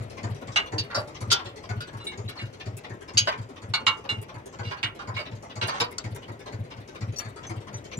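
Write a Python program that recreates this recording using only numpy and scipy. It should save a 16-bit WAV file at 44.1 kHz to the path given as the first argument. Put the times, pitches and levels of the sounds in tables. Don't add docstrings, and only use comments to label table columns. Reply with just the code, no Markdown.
import sys
import numpy as np
from scipy import signal
from scipy.fft import rfft, irfft
from scipy.io import wavfile
from scipy.ndimage import uniform_filter1d

SR = 44100
rng = np.random.default_rng(int(sys.argv[2]) if len(sys.argv) > 2 else 0)


def generate_wav(sig):
    pcm = np.round(np.clip(np.atleast_2d(sig).T, -1, 1) * 32767).astype(np.int16)
    wavfile.write(sys.argv[1], SR, pcm)


def voltage_ratio(level):
    return 10 ** (np.asarray(level, float) / 20)


N = 352344
TIME = np.arange(N) / SR
SIZE = 8192
IMPACT_TIME = np.arange(SIZE) / SR
HZ = np.fft.rfftfreq(SIZE, 1 / SR) + 1


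def unit(x):
    return x / np.sqrt(np.mean(x ** 2))


def top(x):
    return np.sqrt(uniform_filter1d(np.mean(x ** 2, axis=0), size=260).max())


def add(out, s, x):
    i = max(int(s * SR), 0)
    x = x[..., :max(N - i, 0)]
    out[..., i:i + x.shape[-1]] += x


def panned(db):
    return voltage_ratio(np.array([db, -db]) / 2)


def blend(noise, like):
    return np.sqrt(like) * noise[0] + np.sqrt(1 - like) * noise[1:]


def ports(like, size=N):
    return blend(rng.standard_normal((3, size)), np.clip(like, 0, 1))


def burst(rise, hold, t60, size=SIZE):
    t = np.arange(size) / SR
    fall = voltage_ratio(-60 * np.clip(t - rise - hold, 0, None) / t60)
    return np.clip(t / rise, 0, 1) * fall


def lumps(db, count=90):
    knots = np.linspace(0, HZ[-1] ** 0.5, count)
    return voltage_ratio(db * np.interp(HZ ** 0.5, knots, rng.standard_normal(count)))


def grit(depth, samples):
    flutter = uniform_filter1d(rng.standard_normal(SIZE), max(int(samples), 1))
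    return voltage_ratio(depth * unit(flutter))


BANDS_HZ = [350, 950, 2700, 6300, 9500]


def bands(fall_db=-16):
    place = np.log2(HZ)
    centres = np.log2(BANDS_HZ)
    slices = np.array([np.interp(place, centres, row) for row in np.eye(len(BANDS_HZ))])
    above = np.clip(place - centres[-1], 0, None)
    below = np.clip(np.log2(250 / HZ), 0, None)
    return slices * voltage_ratio(fall_db * (above + below))


# (frequency [Hz], density [dB per Hz])
LAWN = [(18, -33), (30, -10), (108, 4.5), (182, -3.5), (591, -3.5), (767, -11), (1590, -19.5),
        (2020, -15.5), (3230, -25.5), (6210, -40), (15500, -43.5)]


def lawn(level_db=-44):
    hz = np.fft.rfftfreq(N, 1 / SR) + 1
    points = np.array(LAWN)
    colour = voltage_ratio(np.interp(np.log(hz), np.log(points[:, 0]), points[:, 1]))
    own = np.clip((hz / 1100) ** 2, 0.015, 0.6)
    noise = rfft(rng.standard_normal((3, N)))
    return unit(irfft(colour * blend(noise, 1 - own), N)) * voltage_ratio(level_db)


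# (time [s], left minus right [dB])
HANDS = [(0.56, -1), (1.31, 1), (1.9, 0.5), (3.0, 1), (3.2, 0.5), (3.75, -2), (4.7, -3), (5.85, -1.5),
         (5.97, 5.5), (7.2, 7.5)]


def at_hands(s):
    return panned(np.interp(s, *np.transpose(HANDS)))[:, None]


def frame(centre_hz, low_db, rise, hold, t60, octaves=0.54, low_hz=1150, top_db=-22):
    high = np.exp(-(np.log2(HZ / centre_hz) / octaves) ** 2 / 2)
    low = voltage_ratio(low_db + 9) * np.exp(-(np.log2(HZ / low_hz) / 0.5) ** 2 / 2)
    treble = voltage_ratio(top_db) * np.exp(-((HZ - 6000) / 3500) ** 2)
    noise = rfft(ports(0.6, SIZE)) * (high + low + treble) * lumps(5.5, count=200)
    noise[1] *= np.exp(1j * 3.12 * np.sin(HZ / 900 + 6 * rng.random()))
    timing = [(5.5, 1.0), (4.4, 0.98), (0.11, 0.64), (0.86, 0.27), (0.6, 0.075)]
    shapes = np.array([burst(rise * late, hold, t60 * slow) for late, slow in timing])
    slices = irfft(bands(fall_db=-44)[:, None] * noise, SIZE)
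    return np.einsum("bcn,bn->cn", slices, shapes) * grit(0.28, 40)


# (time [s], length [s], level
# [dB], centre [Hz], low part [dB])
SCRAPES = [(0.901, 0.049, -35.5, 2500, 35), (1.302, 0.018, -27, 4000, -8), (2.38, 0.17, -66, 4000, -5),
           (4.63, 0.11, -46.5, 3230, -8), (5.644, 0.14, -33.5, 3060, 2.5)]


def scrapes():
    out = np.zeros((2, N))
    for s, length, db, centre_hz, low_db in SCRAPES:
        rub = frame(centre_hz, low_db, 0.01, length, 0.13)
        add(out, s, rub / top(rub) * grit(1.47, 140) * voltage_ratio(db + 1.5) * at_hands(s))
    return out


# (time [s], level [dB], frequency [Hz])
TINKLES = [(0.948, -36, 5360), (0.95, -45.5, 6900), (.972, -35, 599), (0.97, -43, 860),
           (1.209, -51.5, 10640), (1.317, -29, 1393), (1.805, -40.5, 1475), (2.067, -35, 3800),
           (2.069, -40, 8020), (2.279, -43.5, 4000), (2.374, -45, 4380), (3.174, -32, 4800),
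           (3.176, -21.5, 6460), (3.178, -36, 1506), (3.738, -27, 4370), (3.741, -33.5, 2234),
           (3.872, -30, 1343), (5.982, -46, 7100), (4.832, -36.5, 2234), (5.168, -35, 2234),
           (3.866, -39, 2760), (3.179, -30.5, 3020), (7.467, -44, 6140), (7.741, -42.5, 6090),
           (7.93, -48, 5950), (7.971, -44.5, 7120)]


def tinkles():
    out = np.zeros((2, N))
    for s, db, hz in TINKLES:
        wobble = np.cumsum(0.075 * rng.standard_normal(SIZE)) + 2 * np.pi * rng.random((2, 1))
        shape = burst(0.0022, 0.0032, 0.12 * (6000 / hz) ** 0.41)
        add(out, s, voltage_ratio(db + 7.5) * shape * np.sin(2 * np.pi * hz * IMPACT_TIME + wobble))
    return out


# (time [s], peak [dB], centre [Hz])
CRACKS = [(1.325, -12, 4350), (3.1775, -11, 5300), (3.8673, -14, 2800), (5.6355, -27, 3000),
          (5.9825, -36, 6800)]


def cracks(t60=0.016):
    out = np.zeros((2, N))
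    size = 2000
    for s, db, hz in CRACKS:
        band = signal.iirpeak(hz, 1.3, fs=SR)
        ring = signal.lfilter(*band, signal.lfilter(*band, ports(0.7, size)))
        ring *= burst(0.00029, 0.00082, t60, size)
        add(out, s, ring / np.abs(ring).max() * voltage_ratio(db) * at_hands(s))
    return out


def steel(blows, modes, rough, dense_t60, hold=0.016, soft=0.49, linger=9.5):
    out = np.zeros((2, N))
    hz, clear_db, t60 = np.transpose(modes)
    rings = np.exp(2j * np.pi * np.outer(hz, IMPACT_TIME))
    for s, db, centre_hz, low_db, ring_db in blows:
        rise = 0.0013 * voltage_ratio(-soft * (db + 39))
        near_db = -9 * np.abs(np.log2(np.maximum(hz, 1750) / centre_hz))
        near_db += np.where(hz < 1750, low_db + 6, 0)
        weights = voltage_ratio(clear_db + near_db) * np.exp(2j * np.pi * rng.random((2, len(hz))))
        drift = np.cumsum(rough * rng.standard_normal((len(hz), SIZE // 16)), axis=1)
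        wobble = np.repeat(drift, 16, axis=1)
        decays = [burst(rise * 3, hold + rise * linger, decay) for decay in t60]
        ring = (weights @ (rings * np.exp(1j * wobble) * decays)).imag
        clang = frame(centre_hz, low_db, rise, hold, dense_t60)
        hit = clang / top(clang) + voltage_ratio(ring_db) * ring / top(ring)
        add(out, s, hit / top(hit) * voltage_ratio(db) * at_hands(s))
    return out


CLIP_BLOWS = [(7.16, -39, 4460, -30.0, 14), (7.1846, -28.5, 5790, -27, 24)]
CLIP = [(4460, 9, 0.25), (5790, 19, 0.038), (7160, 14, 0.074), (8200, -6, 0.23), (10900, 6, .12),
        (13900, 14, 0.058)]


def clip():
    return steel(CLIP_BLOWS, CLIP, rough=0.11, dense_t60=0.087, hold=0.0014)


# (time [s], peak [dB], centre [Hz], low part [dB], clear ring [dB])
SHAFT_BLOWS = [(0.7814, -24, 3700, -23, 1.5), (0.9459, -24.5, 4550, 2.5, -1.5),
               (0.972, -28.5, 3740, 10, 24), (1.3148, -15, 4100, -19.5, -5), (1.4561, -40, 3330, -10, -27),
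               (1.805, -38.5, 3340, -22, -4), (3.1716, -16, 3060, -49, 10), (3.1752, -20.5, 4200, -29, -13),
               (3.2727, -20.5, 2720, 1.5, -2), (4.7101, -32, 2520, 3, -7), (4.9906, -36, 3140, 3, -18),
               (5.1885, -34, 2390, -4, 5), (5.681, -26.5, 3800, 3, -6.5), (5.8196, -32.5, 2950, -1, 19)]
# (time [s], peak [dB], centre [Hz], low part [dB], clear ring [dB])
SNAP = [(5.982, -27.5, 5830, -16, -24)]
# (frequency [Hz], level [dB], t60 [s])
SHAFT = [(609.6, 4, 0.076), (860, -21, 0.37), (1240, -10, 0.22), (1495, -2, 0.097), (2440, -71, 0.065),
         (2760, -6.5, 0.066), (3000, -9, 0.18), (3910, -4.5, 0.065), (4640, 6, 0.063), (4540, -4, 0.15),
         (5000, -3.5, 0.078), (6460, -41, 0.056)]


def shaft():
    blows = steel(SHAFT_BLOWS, SHAFT, rough=0.32, dense_t60=0.32)
    snap = steel(SNAP, SHAFT, rough=0.33, dense_t60=0.13, hold=0.0012, soft=0)
    return blows + snap


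# (time [s], peak [dB], centre [Hz], low part [dB], clear ring [dB])
PIN_BLOWS = [(0.5596, -16.5, 2920, -14, -1.5), (2.0008, -42.5, 4060, 7, 1), (2.0667, -38.5, 2220, -21, 11),
             (2.2858, -39.5, 2170, -26, -10), (2.387, -36.5, 2340, -23, 2.5),
             (3.7368, -22.5, 3840, -1.5, -3.5), (3.8662, -16, 2860, -10.5, -1),
             (4.0904, -23.5, 3130, -3.5, 12.5), (4.649, -40, 2750, -25, 12), (4.8293, -23, 2610, -13.5, -7),
             (5.1645, -31.5, 2420, -7, -1), (5.6131, -25.5, 3260, -1, -3), (5.6243, -29.5, 3000, -35, -1),
             (5.8018, -21, 3330, -13.5, -31)]
# (frequency [Hz], level [dB], t60 [s])
PIN = [(882, -4, 0.57), (1290, -17, 0.35), (1376, -4.5, 0.17), (1680, -54, 0.13), (2234, 3.5, 0.18),
       (2825, 5.5, 0.16), (2843, -1.5, 0.27), (2869, -14, 0.097), (3560, -5, 0.11), (4000, 4.5, 0.082),
       (8200, -10, .08)]


def pin():
    return steel(PIN_BLOWS, PIN, rough=0.093, dense_t60=0.24)


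# (time [s], first puff [dB], second puff [dB], third puff [dB])
CYCLES = [(-0.167, -25, -32, -26), (0.319, -23.5, -23.5, -32), (0.809, -25, -26, -28),
          (1.294, -25.5, -24.5, -34.5), (1.779, -24, -25, -30.5), (2.263, -28.5, -27, -26.5),
          (2.745, -26, -30.5, -32.5), (3.226, -27, -27, -27), (3.706, -33.5, -27, -34),
          (4.19, -30.5, -27, -34), (4.675, -29, -26.5, -30), (5.161, -27.5, -29, -30),
          (5.643, -30, -25.5, -32), (6.128, -26, -27.5, -32), (6.611, -28.5, -24.5, -33.5),
          (7.096, -23, -23.5, -31), (7.578, -29, -27.5, -29), (8.061, -17.5, -28, -30)]
# (place in the cycle [turns], force [dB], extra hiss [dB])
GEAR = [(0.31, -3.5, 8.5), (0.392, -4, 10.5), (0.545, 4.5, -8.5), (0.691, 3.5, 5), (0.816, 3.05, -11),
        (0.959, -10.5, 34), (1.054, 1.5, -3.5), (1.188, 1.5, 16)]
# (time
# [s], force [dB], extra hiss [dB])
ODD_STROKES = [(0.001, -8, -16.5), (0.518, 4.5, -20), (0.9, -0.5, 15), (1.144, 6, -24), (1.318, 12.5, 30),
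               (1.804, -1, 19), (2.041, 6, 7), (2.286, 6.5, 13), (2.527, 3.5, -22), (2.725, -19, -3.5),
               (2.767, 5.5, 21), (3.134, -0.5, -1), (3.316, 5, 18), (3.862, 10, -4), (4.038, 5, 5),
               (4.214, 4.5, 26), (4.457, 4.5, 7), (4.948, 3, 5), (5.14, 4.5, -17), (5.612, 13.5, -21),
               (5.672, 2.5, 26), (5.736, 8, -17), (5.798, 10.5, 23), (5.908, 2.5, 12), (6.147, 5.2, 18),
               (6.458, 6.5, 7), (6.522, 0, -10), (6.765, -5.5, -1), (7.186, 5.5, 19), (7.494, 2.7, 11)]


def strokes():
    starts = np.array(CYCLES)[:, 0]
    turn = np.arange(len(starts))
    rows = []
    for k in turn[:-1]:
        for place, db, hiss_db in GEAR:
            rows.append((np.interp(k + place, turn, starts), db, hiss_db))
    rows = np.array(rows)
    for row in ODD_STROKES:
        rows[np.argmin(np.abs(rows[:, 0] - row[0]))] = row
    return rows[rows[:, 0] < N / SR - 0.04]


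# (level near 350 Hz [dB], 950 Hz [dB], 2700 Hz [dB], 6300 Hz [dB], 9500 Hz [dB])
STROKE_DB = [(-45.5, -42.5, -53.5, -54.5, -71.5), (-64, -69, -56, -59, -67.5),
             (-53.5, -54.5, -59.5, -58, -63.5), (-51.5, -51.5, -49.5, -64, -76.5),
             (-46.5, -44, -56.5, -53, -62.5), (-46, -75, -43.5, -62, -82.5), (-53, -58.5, -57, -60.5, -67),
             (-51.5, -50, -48, -63, -82)]
# (rise [s], hold [s], t60 [s], likeness of the ports [0-1])
STROKE_SHAPE = [
    (0.017, 0.0053, 0.29, 1),
    (0.013, 0.015, 0.29, 0.42),
    (0.013, 0.012, 0.11, 0.01),
    (0.0018, 0.0053, 0.26, 0.14),
    (0.0016, 0.017, 0.034, 0),
]


def clatter(wander_db=3.0):
    out = np.zeros((2, N))
    slices = bands()
    slices /= np.sqrt(np.mean(slices ** 2, axis=1))[:, None]
    rise, hold, t60, like = np.transpose(STROKE_SHAPE)
    shapes = np.array([burst(*row) for row in zip(rise, hold, t60)])
    like = np.clip(np.interp(np.log(HZ), np.log(BANDS_HZ), like), 0, 1)
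    hiss_share = np.array([0.038, 0.095, 0, 0, 0.78])
    for k, (s, db, hiss_db) in enumerate(strokes()):
        both = blend(rfft(rng.standard_normal((3, SIZE))), like)
        both = both * lumps(5.5, count=220) * lumps(2.5, count=30)
        band_db = np.array(STROKE_DB[k % 8]) + db + hiss_db * hiss_share
        band_db += wander_db * rng.standard_normal(len(slices))
        parts = irfft(slices[:, None] * both, SIZE)
        stroke = np.einsum("bcn,bn->cn", parts, voltage_ratio(band_db)[:, None] * shapes)
        add(out, s, stroke * grit(1.04, 160))
    return out


# (frequency [Hz], width [Hz], level [dB])
CASTINGS = [
    [(2170, 190, -48.5), (4520, 170, -52), (6900, 37, -55.5)],
    [(3800, 150, -55)],
    [(403.5, 12, -46.5), (10300, 140, -66.5)],
    [(1053, 24, -49.5), (2750, 19, -60), (6070, 120, -61)],
]


def castings():
    out = np.zeros((2, N))
    knock = burst(0.004, 0.018, 0.07)
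    for k, modes in enumerate(CASTINGS):
        quarter = strokes()[k::4]
        uneven_db = 3 * rng.standard_normal((len(quarter), len(modes)))
        for (hz, width, db), chance_db in zip(modes, uneven_db.T):
            force = np.zeros(N)
            for (s, force_db, _), extra_db in zip(quarter, chance_db):
                add(force, s, voltage_ratio(db + force_db + extra_db) * knock)
            peak = signal.iirpeak(hz, hz / width, fs=SR)
            out += force * unit(signal.lfilter(*peak, ports(0.23)))
    return out


# (time from the second puff [s], ring [Hz], kick-back lag [s], kick-back level [dB], kick-back ring [Hz])
PUFFS = [
    (-0.061, 107.4, 0.035, -36, 120),
    (0.0001, 107, 0.031, -15, 142),
    (0.179, 111.3, 0.039, -10, 113),
]


def puffs():
    rows = []
    for s, *levels_db in CYCLES:
        for db, (shift, hz, lag, back_db, back_hz) in zip(levels_db, PUFFS):
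            rows.append((s + shift, db, hz))
            rows.append((s + shift + lag, db + back_db, back_hz))
    return [row for row in rows if -0.05 < row[0] < N / SR + 0.04]


def exhaust(swell=0.014, fade=0.019, octave_db=-13, fifth_db=-14, sub_db=-20):
    out = np.zeros(N)
    t = np.arange(-2200, 3600) / SR
    shape = np.where(t < 0, np.exp(-(t / swell) ** 2), 1 / np.cosh(t / fade) ** 2)
    front = np.exp(-((t + 0.011) / 0.011) ** 2)
    push = np.exp(-(t / 0.0086) ** 2) * np.sin(2 * np.pi * 45 * t)
    for s, db, hz in puffs():
        phase = 2 * np.pi * hz * t
        overtones = voltage_ratio(octave_db) * np.cos(2.007 * phase) + voltage_ratio(fifth_db) * np.cos(1.484 * phase)
        puff = shape * np.cos(phase) + front * overtones + voltage_ratio(sub_db) * push
        missed = max(int(-(s + t[0]) * SR), 0)
        add(out, s + t[0], voltage_ratio(db) * puff[missed:])
    return out


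# (time [s], engine level [dB], left minus right [dB])
HEAD = [(0, 0.5, 5), (0.699, -1, 2.5), (2.5, -4, 3.5), (4, -4.5, 2.5), (5, -3.5, 2.5), (5.998, -3, 2),
        (7.99, -2, 4.5)]


def tractor():
    s, near_db, pan_db = np.transpose(HEAD)
    gain = voltage_ratio(np.interp(TIME, s, near_db)) * panned(np.interp(TIME, s, pan_db))
    gear = (clatter() + castings()) * voltage_ratio(-1)
    engine = exhaust() * panned(1.9)[:, None] + (gear + lawn()) * gain
    engine[1] = np.roll(engine[1], 15)
    return engine


def scene():
    hitch = pin() + shaft() + clip() + scrapes() + tinkles() + cracks()
    return hitch + tractor()


def top_cut(x):
    return signal.sosfilt(signal.butter(12, 15840, fs=SR, output="sos"), x)


def record(dry):
    band = signal.butter(2, (38, 13500), "bandpass", fs=SR, output="sos")
    return top_cut(signal.sosfilt(band, dry))


dry = scene()
out = record(dry)
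generate_wav(out)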